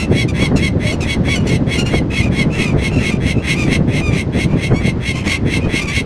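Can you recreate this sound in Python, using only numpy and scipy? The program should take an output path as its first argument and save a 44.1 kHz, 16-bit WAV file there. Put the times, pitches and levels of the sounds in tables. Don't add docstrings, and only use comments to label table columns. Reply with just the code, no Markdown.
import sys
import numpy as np
from scipy import signal
from scipy.fft import rfft, irfft, next_fast_len
from scipy.io import wavfile
from scipy.ndimage import uniform_filter1d, map_coordinates

SR = 44100
rng = np.random.default_rng(int(sys.argv[2]) if len(sys.argv) > 2 else 0)


def pcm_store(signal):
    levels = np.round(np.clip(np.atleast_2d(signal), -1, 1) * 32767)
    wavfile.write(sys.argv[1], SR, levels.astype(np.int16).T)


def ratio(d):
    e = np.asarray(d, float) / 20
    return 10 ** e


N = 266948

# start_s, level_db
GUST_LEVELS = [(0.0, -22.5), (0.07, -18.5), (0.57, -17), (0.91, -20), (1.5, -15.5), (2.22, -17.5),
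               (2.34, -17.5), (3.25, -17), (3.42, -20.5), (3.64, -16.5), (3.79, -15.5), (4.31, -17.5),
               (4.68, -18.5), (4.92, -19.5), (5.27, -22), (5.64, -19), (5.8, -20), (6.05, -22)]
# peak_s, level_db, sharpness_db
EDDIES = [(0.128, -8, -4.7), (0.423, -14, 5), (0.55, -9.5, 2), (0.769, -10.5, -5), (0.861, -22, -1),
          (0.939, -15, 5), (1.186, -15, -18), (1.534, -8.5, -1), (1.836, -14, 6), (1.939, -12.5, 5),
          (2.016, -16, -3.5), (2.324, -14.6, -0.5), (2.463, -13, 3), (2.591, -15.5, 7.5), (2.768, -16, 6),
          (2.969, -10.5, -13), (3.261, -12, -3), (3.366, -13, -11), (3.723, -13, 5), (3.881, -11, -1),
          (4.144, -9, -6), (4.267, -13.4, -4), (4.463, -9.5, -1), (4.557, -8.5, -0.9), (4.723, -9.5, 4),
          (4.882, -16, -0.2), (5.269, -16, 5.5), (5.457, -10, 1), (5.571, -12.9, 0.5), (5.675, -13.5, 6)]
# frequency_hz, level_db
ROLL_COLOUR = [(12, -74), (25, -28), (50, 18), (80, 18.5), (130, -48), (300, -120)]
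# frequency_hz, level_db
RUMBLE_COLOUR = [(30, -61), (70, -2.5), (130, 0.5), (180, -1.5), (320, -8.5), (600, -20), (900, -38),
                 (1400, -92), (3000, -140)]
# frequency_hz, level_db
FLUTTER_COLOUR = [(60, 5.5), (200, 5.5), (350, 2), (700, -7.5), (1200, -18), (2000, -21), (4000, -76),
                  (8000, -120)]
# frequency_hz, level_db
AIR_COLOUR = [(530, -17.5), (900, -14), (1500, -22), (4850, -36.5), (8000, -49), (11300, -64), (15500, -72)]
# time_s, pitch_hz, level_db
PIPE_WHISTLE = [
    (0.83, 638, -39),
    (0.848, 606, -24),
    (0.896, 594, -29),
    (0.94, 686, -28),
]

# frequency_hz, level_db
YOUNG_THROAT = [(700, -3), (1150, -7), (1700, -12.5), (2500, 6.5), (3400, -8.5), (4400, -8), (6500, -9),
                (8500, -15), (11000, -23.5), (15500, -44)]
# start_s, end_s, level_db, first_pitch_hz, last_pitch_hz
YELP_CALLS = [
    (.277, .322, -37, 1167, 1100),
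    (.556, .605, -33, 1305, 1257),
    (.92, .962, -35.5, 1400, 1434),
    (1.003, 1.06, -35, 1263, 1162),
    (1.465, 1.52, -34, 1373, 1402),
]
# start_s, end_s, level_db, first_pitch_hz, last_pitch_hz
CHIRP_CALLS = [
    (-.02, .062, -27.5, 1420, 1301),
    (1.348, 1.39, -22.5, 1510, 1460),
    (1.39, 1.445, -36, 1439, 1420),
    (1.775, 1.835, -22, 1430, 1399),
    (1.85, 1.915, -27, 1427, 1393),
    (4.12, 4.2, -30, 1188, 1163),
    (5.632, 5.685, -35, 617, 621.3),
    (5.87, 5.935, -25.5, 1152, 1150),
]
# start_s, end_s, level_db, first_pitch_hz, last_pitch_hz
WHINE_CALLS = [(2.1, 2.2, -31, 1358, 1307), (2.2, 2.29, -30, 1250, 1179), (2.5, 2.735, -31.5, 1367, 1152),
               (2.9, 3.085, -33, 1368, 1280), (3.085, 3.175, -31, 1229, 1196),
               (3.34, 3.45, -40, 1339, 1312), (3.45, 3.55, -32, 1300, 1200),
               (3.55, 3.685, -28.5, 1230, 1157), (3.89, 4.005, -39, 1272, 1240),
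               (4.47, 4.58, -40, 1194, 1206), (4.68, 4.725, -38, 1070, 1070),
               (5.125, 5.238, -30, 1076, 1058), (5.24, 5.38, -27, 1082, 1134),
               (5.595, 5.635, -37, 1265, 1250), (5.785, 5.87, -27.5, 1221, 1201),
               (5.935, 5.99, -30, 1144, 1157)]
# start_s, end_s, level_db, first_pitch_hz, last_pitch_hz
PIPE_CALLS = [
    (4.01, 4.12, -30, 1236, 1182),
    (4.725, 4.815, -30, 1105, 1139),
]
# hoarseness 0-1, share the pitch starts low, shrillness_db, attack_s, swell_db, release_s
YELP_VOICE = (.55, -.09, 9.5, .007, -1.5, .02)
CHIRP_VOICE = (.45, .01, 1.6, .015, 1.47, .075)
WHINE_VOICE = (.58, .08, 1.48, .035, 1.54, .053)
PIPE_VOICE = (.22, .02, 1.5, .034, 1.5, .034)
EDGE_DB, SCOOP_S, GLIDE_BEND = 10.5, .02, 1.7

# centre_hz, width_hz, level_db
BEAK_MODES = [(2114, 196, 2), (2890, 272, -4.5), (3333, 78, -5), (3980, 152, -7.5), (4405, 102, -12.5),
              (5410, 690, -18), (6270, 356, -15.5), (8360, 490, -17.5), (10340, 970, -25),
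              (13900, 1600, -58)]
# start_s, end_s, level_db, clarity 0-1,
# highest_pitch_hz
ADULT_NOTES = [(-.09, .07, -29.5, 0.1, 1100), (.1, .259, -21.5, 0.71, 1125), (.335, .493, -20, 0.83, 1115),
               (.57, .71, -21, 0.76, 1100), (.79, .945, -22, 0.71, 1110), (1.03, 1.17, -21.5, 0.66, 1115),
               (1.235, 1.378, -19, 0.84, 1130), (1.44, 1.59, -24.5, 0.57, 1090),
               (1.665, 1.796, -21.5, 0.63, 1110), (1.87, 2.015, -23, 0.75, 1100),
               (2.1, 2.24, -22, 0.69, 1100), (2.31, 2.455, -20.5, 0.8, 1095),
               (2.53, 2.675, -23, 0.46, 1100), (2.765, 2.91, -22, 0.65, 1095),
               (2.98, 3.129, -21.5, 0.61, 1097), (3.2, 3.35, -22, 0.58, 1090),
               (3.42, 3.566, -18.5, 0.52, 1084), (3.66, 3.79, -19.5, 0.62, 1085),
               (3.87, 4.032, -25, 0.44, 1084), (4.1, 4.244, -23.5, .5, 1088),
               (4.32, 4.474, -22, 0.57, 1088), (4.56, 4.701, -23, 0.61, 1088),
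               (4.79, 4.931, -24, 0.58, 1092), (5.0, 5.145, -22, 0.56, 1087),
               (5.235, 5.384, -19, .55, 1085), (5.45, 5.606, -21, .55, 1080), (5.68, 5.826, -19, .5, 1088),
               (5.88, 6.032, -19.5, 0.57, 1094)]
# attack_s, start_under_peak_db, swell_db, hold_s, release_s, end_under_peak_db
NOTE_LOUDNESS = (0.02, 19.8, 11.3, 0.032, 0.029, 26.8)
TIRE_S, FRESH_BEAK_DB, TIRED_BEAK_DB = 3.1, 2.1, -.5
FRESH_LIMP, TIRED_LIMP, LIMP_FROM_S, LIMP_OVER_S = .22, .65, 2.3, 1.2


def unit(x):
    return x / np.sqrt(np.mean(x ** 2) + 1e-20)


def along(points, hz):
    f, v = np.transpose(points)
    return np.interp(np.log(hz + 1), np.log(f + 1), v)


def column(rows, index):
    rows = np.asarray(rows)
    return np.interp(np.arange(N) / SR, rows[:, 0], rows[:, index])


def envelope(start, end, db, attack, under_db, swell_db, hold, release, out_db):
    top = max(end - release - hold, start + attack)
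    return [(start, db - under_db), (start + attack, db - swell_db), (top, db),
            (max(end - release, top), db), (end, db - out_db)]


def fading(calls, index):
    t, gain = np.arange(N) / SR, np.zeros(N)
    for rows in map(np.asarray, calls):
        span = slice(*np.searchsorted(t, rows[[0, -1], 0]))
        gain[span] += ratio(np.interp(t[span], rows[:, 0], rows[:, index]))
    return uniform_filter1d(gain, size=300)


def per_call(calls, values):
    call_number = np.searchsorted([row[0] for row in calls[1:]], np.arange(N) / SR)
    return np.asarray(values)[call_number]


def wobble(rate):
    knots = rng.standard_normal(int(N * rate / SR) + 4)
    return map_coordinates(knots, [np.arange(N) * rate / SR])


def filtered(x, response):
    m = next_fast_len(N + 4096)
    return irfft(rfft(x, m) * response(np.fft.rfftfreq(m, 1 / SR)), m)[..., :N]


def noise(spectrum, grain=1):
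    return unit(filtered(grain * rng.standard_normal(N), lambda hz: ratio(along(spectrum, hz))))


def pressure():
    t = np.arange(0, N / SR, .001)
    peak_s, db, sharp_db = np.transpose(EDDIES)[..., None]
    swell_s = np.where(t < peak_s, .023, .024)
    eddies = ratio(2 * (db - 1)) * np.exp(-2 * np.abs(t - peak_s) / swell_s)
    gusts = ratio(2 * np.interp(t, *np.transpose(GUST_LEVELS)))
    strengths = []
    for pushes in (eddies, eddies * ratio(2 * sharp_db)):
        db_curve = 10 * np.log10(gusts + pushes.sum(axis=0))
        strengths.append(np.interp(np.arange(N) / SR, t, db_curve))
    return strengths


def pipe_whistle():
    turn = 2 * np.pi * np.cumsum(column(PIPE_WHISTLE, index=1)) / SR
    return fading([PIPE_WHISTLE], index=2) * 1.3 * np.sin(turn)


def wind():
    lumps = np.tanh(wobble(24.14) / 2) * 2
    push_db, sharp_db = pressure()
    flap_db = 1.45 * sharp_db
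    roll = ratio(-27.0) * noise(ROLL_COLOUR, ratio(.62 * wobble(4.9)))
    rumble = ratio(-16.0) * noise(RUMBLE_COLOUR, ratio(push_db + .35 * lumps + 2.44 * wobble(70)))
    flutter = ratio(-23.5) * noise(FLUTTER_COLOUR, ratio(flap_db + 2.4 * lumps + 4.2 * wobble(60)))
    hiss = ratio(-36.5) * noise(AIR_COLOUR, ratio(2 * wobble(9)))
    return roll + rumble + flutter + pipe_whistle() + hiss


def wall(x, t60=.16):
    t = np.arange(SR // 4) / SR
    tail = rng.standard_normal(len(t)) * ratio(-60 * t / t60) * (t > .004)
    wet = signal.fftconvolve(x, tail / np.linalg.norm(tail))[:N]
    return filtered(wet, lambda hz: 1 / (1 + 1j * hz / 6000))


def buzz(pitch_hz, count, slope, limp=0):
    turn = 2 * np.pi * np.cumsum(pitch_hz) / SR
    pulses = sum(np.cos(k * turn) / max(k / 3, 1) ** slope for k in range(1, count + 1))
    return unit(pulses * (1 + limp * np.cos(turn / 2)) / np.sqrt(1 + limp ** 2 / 2))


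def young():
    kinds = ((YELP_CALLS, YELP_VOICE), (CHIRP_CALLS, CHIRP_VOICE),
             (WHINE_CALLS, WHINE_VOICE), (PIPE_CALLS, PIPE_VOICE))
    calls = sorted((*row, *voice) for rows, voice in kinds for row in rows)
    columns = np.transpose(calls)[:8]
    start, end, _, first, last, hoarse, scoop, shrill_db = (per_call(calls, c) for c in columns)
    since = np.maximum(np.arange(N) / SR - start, 0)
    hoarse = np.clip(hoarse, 0, .95)

    glide = first + (last - first) * np.clip(since / (end - start), 0, 1) ** GLIDE_BEND
    glide = glide * (1 - scoop * np.exp(-since / SCOOP_S))
    pitch = glide * (1 + .033 * hoarse * wobble(260) + .02 * hoarse * wobble(35))

    steady = buzz(pitch, count=10, slope=.56) * ratio(4.7 * hoarse * wobble(190))
    rasp = rng.standard_normal(N) * ratio(3 * wobble(600))
    tone, air = [unit(filtered(x, lambda hz: ratio(along(YOUNG_THROAT, hz)))) for x in (steady, rasp)]
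    voice = np.sqrt(1 - hoarse ** 2) * tone + hoarse * air

    shapes = [envelope(*c[:3], c[8], EDGE_DB, c[9], 0, c[10], EDGE_DB) for c in calls]
    effort = fading(shapes, index=1)
    shrill = ratio(shrill_db) * np.abs(effort / ratio(-24.5)) ** .5
    treble = filtered(voice, lambda hz: hz > 3200)
    return ratio(6) * effort * (voice + (shrill - 1) * treble)


def clicks(rate_hz, scatter, size_db):
    uneven_rate = rate_hz * np.exp(scatter * wobble(400))
    beat = np.diff(np.floor(np.cumsum(uneven_rate) / SR), prepend=0)
    return unit(beat * ratio(size_db * rng.standard_normal(N)) / np.sqrt(rate_hz))


def throat(opening):
    def response(hz):
        modes = 0
        for k, (open_hz, width, db) in enumerate(BEAK_MODES):
            centre = open_hz * (opening if open_hz < 3000 else 1)
            mode = 1j * hz * width / (centre * centre - hz * hz + 1j * hz * width)
            modes = modes + (-1) ** k * ratio(db) * mode
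        return modes * (hz / (hz - 1500j)) ** 2
    return response


def adult():
    notes = ADULT_NOTES
    start, end, _, clarity, top_hz = (per_call(notes, c) for c in np.transpose(notes))
    t = np.arange(N) / SR
    fresh = np.exp(-end / TIRE_S)
    tired = np.clip((end - LIMP_FROM_S) / LIMP_OVER_S, 0, 1)
    limp = FRESH_LIMP + (TIRED_LIMP - FRESH_LIMP) * tired
    progress = np.clip((t - start) / (end - start), 0, 1)

    past_top = np.clip(t - end + .064, -.062, .07)
    arch = 1 - np.where(past_top > 0, 50 * (1 - limp), 34) * past_top ** 2
    locked = np.clip(clarity, 0, .95) * np.clip((past_top + .058) / .04, 0, 1)
    shake = (.003 + .014 * (1 - locked)) * wobble(150)
    pitch = uniform_filter1d(top_hz * arch, size=200) * (1 + shake)

    click_hz = 165 + 290 * np.clip(progress / .55, 0, 1) ** 1.5 + 90 * progress
    creak = clicks(click_hz, scatter=.045, size_db=1.6)
    breath = .55 * rng.standard_normal(N)
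    steady = buzz(pitch, count=14, slope=.85, limp=limp) * ratio(2.5 * wobble(230))
    source = np.sqrt(locked) * steady * ratio(-8.5) + np.sqrt(1 - locked) * unit(creak + breath)

    opening = 2 * np.clip(progress / .62, 0, 1)
    voice = 0
    for k, shape in enumerate((.82, .92, 1)):
        share = np.clip(1 - np.abs(opening - k), 0, 1)
        voice = voice + np.sqrt(share) * filtered(source, throat(shape))
    voice = unit(voice)

    treble = filtered(voice, lambda hz: hz > 3600)
    chest = ratio(-13) * locked ** 2 * np.sin(2 * np.pi * np.cumsum(pitch) / SR)
    beak_db = TIRED_BEAK_DB + (FRESH_BEAK_DB - TIRED_BEAK_DB) * fresh
    brightness = ratio(beak_db - 11.3 * (1 - opening / 2))
    effort = fading([envelope(*note[:3], *NOTE_LOUDNESS) for note in notes], index=1)
    return ratio(1.5) * effort * (voice + chest + (brightness - 1) * treble)


def scene():
    birds = adult() + young()
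    answer = ratio(-14) * wall(birds)
    mono = birds + answer + wind()
    leak = ratio(-55) * noise(RUMBLE_COLOUR) + ratio(-58) * noise(FLUTTER_COLOUR)
    return np.array([mono + leak, mono - leak])


def roll_off(x):
    return signal.sosfilt(signal.butter(12, 15690, fs=SR, output="sos"), x)


def record(dry):
    soft = dry / (1 + np.abs(dry / .98) ** 5) ** (1 / 5)
    mix = filtered(soft, lambda hz: hz < 15800)
    return roll_off(mix)


dry = scene()
out = record(dry)
pcm_store(out)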